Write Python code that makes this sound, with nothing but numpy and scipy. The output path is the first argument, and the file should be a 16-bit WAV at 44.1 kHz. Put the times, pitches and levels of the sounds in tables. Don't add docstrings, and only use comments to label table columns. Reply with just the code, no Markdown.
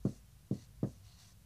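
import sys
import numpy as np
from scipy import signal
from scipy.fft import rfft, irfft
from scipy.io import wavfile

SR = 44100
rng = np.random.default_rng(int(sys.argv[2]) if len(sys.argv) > 2 else 0)


def persist_wave(psi):
    counts = np.round(np.clip(psi, -1, 1) * 32767).astype(np.int16)
    wavfile.write(sys.argv[1], SR, np.atleast_2d(counts).T)


N = 63945

# [t/s, strength/dB, contact cut-off f/Hz, drive of the high modes/dB, tick level/dB]
TIP_LANDINGS = [(0.0507, -30, 420, 10, -68.5), (0.5105, -31.5, 340, 3, -64.5), (0.8295, -32, 604, 8, -62)]
# [f/Hz, level/dB, t60/s, polarity (sign only; all flipped in the mix)]
PANEL_MODES = [(88, -1, .36, -1), (105, -6, .3, -1), (124, 2, .19, 1), (145, 5, .11, 1),
               (173, -16, .25, -1), (197, 8, .095, 1), (210, -9, .2, -1), (241, -7, .22, 1),
               (266, -17, .18, 1), (287, -7, .18, 1), (325, -6, .14, -1), (358, -10, .14, 1),
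               (392, -11, .17, -1), (412, -13, .1, -1), (460, -6, .13, -1), (499, -8, .13, -1),
               (548, -8, .14, -1), (603, -13, .13, 1), (642, -9, .12, -1), (772, -17, .12, -1),
               (1075, -19, .09, 1), (1230, -19, .08, -1), (1400, -24, .08, 1)]
# [t/s, rise/s, hold/s, fall/s, level/dB, brightness/(dB per octave),
#               barrel ring/dB, drive of the panel/dB]
PEN_STROKES = [(0.025, 0.036, 0.1, 0.056, -65.5, -1.5, -4, -5),
               (0.509, 0.038, 0.08, 0.055, -66.5, -1, 0.5, -1),
               (0.85, 0.016, 0.057, 0.11, -71, 3, 0.5, -8.5), (1.018, 0.037, 0.072, 0.13, -68, -5, 1, -3),
               (1.166, 0.042, 0.046, 0.011, -65, -2, 2, -1),
               (1.245, 0.029, 0.038, 0.03, -65.5, -0.5, -2.5, -3.5)]
# [f/Hz, width/Hz, level/dB]
PEN_RESONANCES = [(2854, 240, -8), (3366, 88, -3.5), (3843, 440, -4), (4400, 390, 1), (5510, 1290, -4.5),
                  (5904, 120, 4.5), (6280, 130, -3), (6490, 235, 1), (7540, 1500, -7.5), (10400, 340, -9.5)]
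# [f/Hz, width/Hz, level/dB]
RUBBED_PANEL = [(699, 83, 0), (1054, 160, -2), (1616, 240, -6.5), (1963, 103, -1)]
# [f/Hz, relative level per Hz/dB]
FLOOR_SPECTRUM = [(20, -26), (32, -29), (40, -15.5), (52, -4.5), (72, -6), (110, -3.5), (150, -10),
                  (200, -17), (300, -31), (600, -32.5), (2000, -36.5), (5000, -36.5), (9500, -38),
                  (10400, -36), (11500, -37.5), (15000, -39.5)]

SPOT_SPREAD_DB = 0.8
HIGH_MODES_HZ, RADIATES_ABOVE_HZ = 900, 130
RATTLE_DB, RATTLE_T60_S, RATTLE_RISE_S, RATTLE_BAND_HZ = -14, 0.25, 0.0029, [345, 718]
KNOCK_DB, KNOCK_T60_S, KNOCK_BAND_HZ = -17, 0.14, [990, 1870]
TICK_T60_S, TICK_BAND_HZ = 0.069, [2550, 6500]
KNOCK_AND_TICK_RISE_S = 0.0038
SLIPS_PER_S, SLIP_SPREAD_DB = 9000, 2
GRIP_WAVER_DB, GRIP_WAVER_HZ = 1.5, 12
PEN_CENTRE_HZ, BARREL_BELOW_HZ = 5000, 4800
FLOOR_DB = -60
HUM_HZ, HUM_SPREAD_HZ, HUM_DB, HUM_WAVER_DB = 52, 3.7, -65.5, 5.5
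OFFSET, CUTOFF_HZ = -0.0003, 15050


def amp(db):
    return 10 ** (np.asarray(db) / 20)


def rms_one(x):
    return x / np.sqrt(np.mean(x ** 2) + 1e-20)


def butter(x, hz, kind, order=2):
    return signal.sosfilt(signal.butter(order, hz, kind, fs=SR, output="sos"), x)


def drift(hz):
    return rms_one(butter(rng.standard_normal(N + SR), hz, "low")[SR:])


def resonance(x, hz, width_hz):
    r = np.exp(-np.pi * width_hz / SR)
    feedback = [1, -2 * r * np.cos(2 * np.pi * hz / SR), r * r]
    return signal.lfilter([(1 - r * r) / 2, 0, (r * r - 1) / 2], feedback, x)


def burst(noise, band_hz, db, age, t60, rise, order=2):
    band = rms_one(butter(noise, band_hz, "band", order=order))
    return amp(db - 60 * age / t60) * (1 - np.exp(-age / rise)) * band


def panel_ring(age, high_db, spot):
    ring = np.zeros(N)
    for (hz, level_db, t60, polarity), z in zip(PANEL_MODES, spot):
        db = level_db + high_db * (hz > HIGH_MODES_HZ) + SPOT_SPREAD_DB * z
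        ring += np.sign(polarity) * amp(db - 60 * age / t60) * np.sin(2 * np.pi * hz * age)
    return ring


def thuds():
    out, t = np.zeros(N), np.arange(N) / SR
    spots = rng.standard_normal((len(TIP_LANDINGS), len(PANEL_MODES)))
    for (start, db, soft_hz, high_db, tick_db), spot in zip(TIP_LANDINGS, spots):
        age = np.maximum(t - start, 0)
        modes = panel_ring(age, high_db, spot)
        noise = rng.standard_normal(N)
        rattle = burst(noise, RATTLE_BAND_HZ, RATTLE_DB, age, RATTLE_T60_S, RATTLE_RISE_S, order=3)
        knock = burst(noise, KNOCK_BAND_HZ, KNOCK_DB + high_db, age, KNOCK_T60_S, KNOCK_AND_TICK_RISE_S)
        tick = burst(noise, TICK_BAND_HZ, tick_db, age, TICK_T60_S, KNOCK_AND_TICK_RISE_S)
        out += butter(amp(db) * (rattle + knock - modes), soft_hz, "low") + tick
    return butter(out, RADIATES_ABOVE_HZ, "high", order=4)


def strokes():
    t = np.arange(N) / SR
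    slip_now = rng.random(N) < SLIPS_PER_S / SR
    slips = slip_now * rng.choice([-1, 1], N) * amp(SLIP_SPREAD_DB * rng.exponential(1, N))

    pen = []
    for k, (hz, width_hz, db) in enumerate(PEN_RESONANCES):
        gain = amp(db + GRIP_WAVER_DB * drift(GRIP_WAVER_HZ))
        pen.append((-1) ** k * gain * resonance(slips, hz, width_hz))
    panel = np.zeros(N)
    for k, (hz, width_hz, db) in enumerate(RUBBED_PANEL):
        panel += (-1) ** k * amp(db) * resonance(slips, hz, width_hz)

    scale, out = np.std(sum(pen)), np.zeros(N)
    for start, rise, hold, fall, db, bright_db, barrel_db, panel_db in PEN_STROKES:
        speed = np.interp(t, np.cumsum([start, rise, hold, fall]), [0, 1, 1, 0])
        hiss = np.zeros(N)
        for (hz, _, _), ring in zip(PEN_RESONANCES, pen):
            tilt_db = bright_db * np.log2(hz / PEN_CENTRE_HZ)
            hiss += amp(tilt_db + barrel_db * (hz < BARREL_BELOW_HZ)) * ring
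        out += amp(db) * speed * (hiss + amp(panel_db) * panel) / scale
    return out


def room_floor():
    hz = np.maximum(np.arange(N // 2 + 1) * SR / N, 1)
    points = np.array(FLOOR_SPECTRUM)
    shape = amp(np.interp(np.log(hz), np.log(points[:, 0]), points[:, 1]))
    noise = amp(FLOOR_DB) * rms_one(irfft(rfft(rng.standard_normal(N)) * shape, N))
    phase = 2 * np.pi * np.cumsum(HUM_HZ + HUM_SPREAD_HZ * drift(5.5)) / SR
    hum_gain = amp(HUM_DB + HUM_WAVER_DB * drift(2.2))
    return noise + hum_gain * np.sqrt(2) * np.sin(phase)


def scene():
    return (thuds() + strokes() + room_floor())[None]


def record(dry):
    steep_cut = signal.ellip(14, 0.3, 45, CUTOFF_HZ, fs=SR, output="sos")
    return signal.sosfilt(steep_cut, dry + OFFSET)


dry = scene()
out = record(dry)
persist_wave(out)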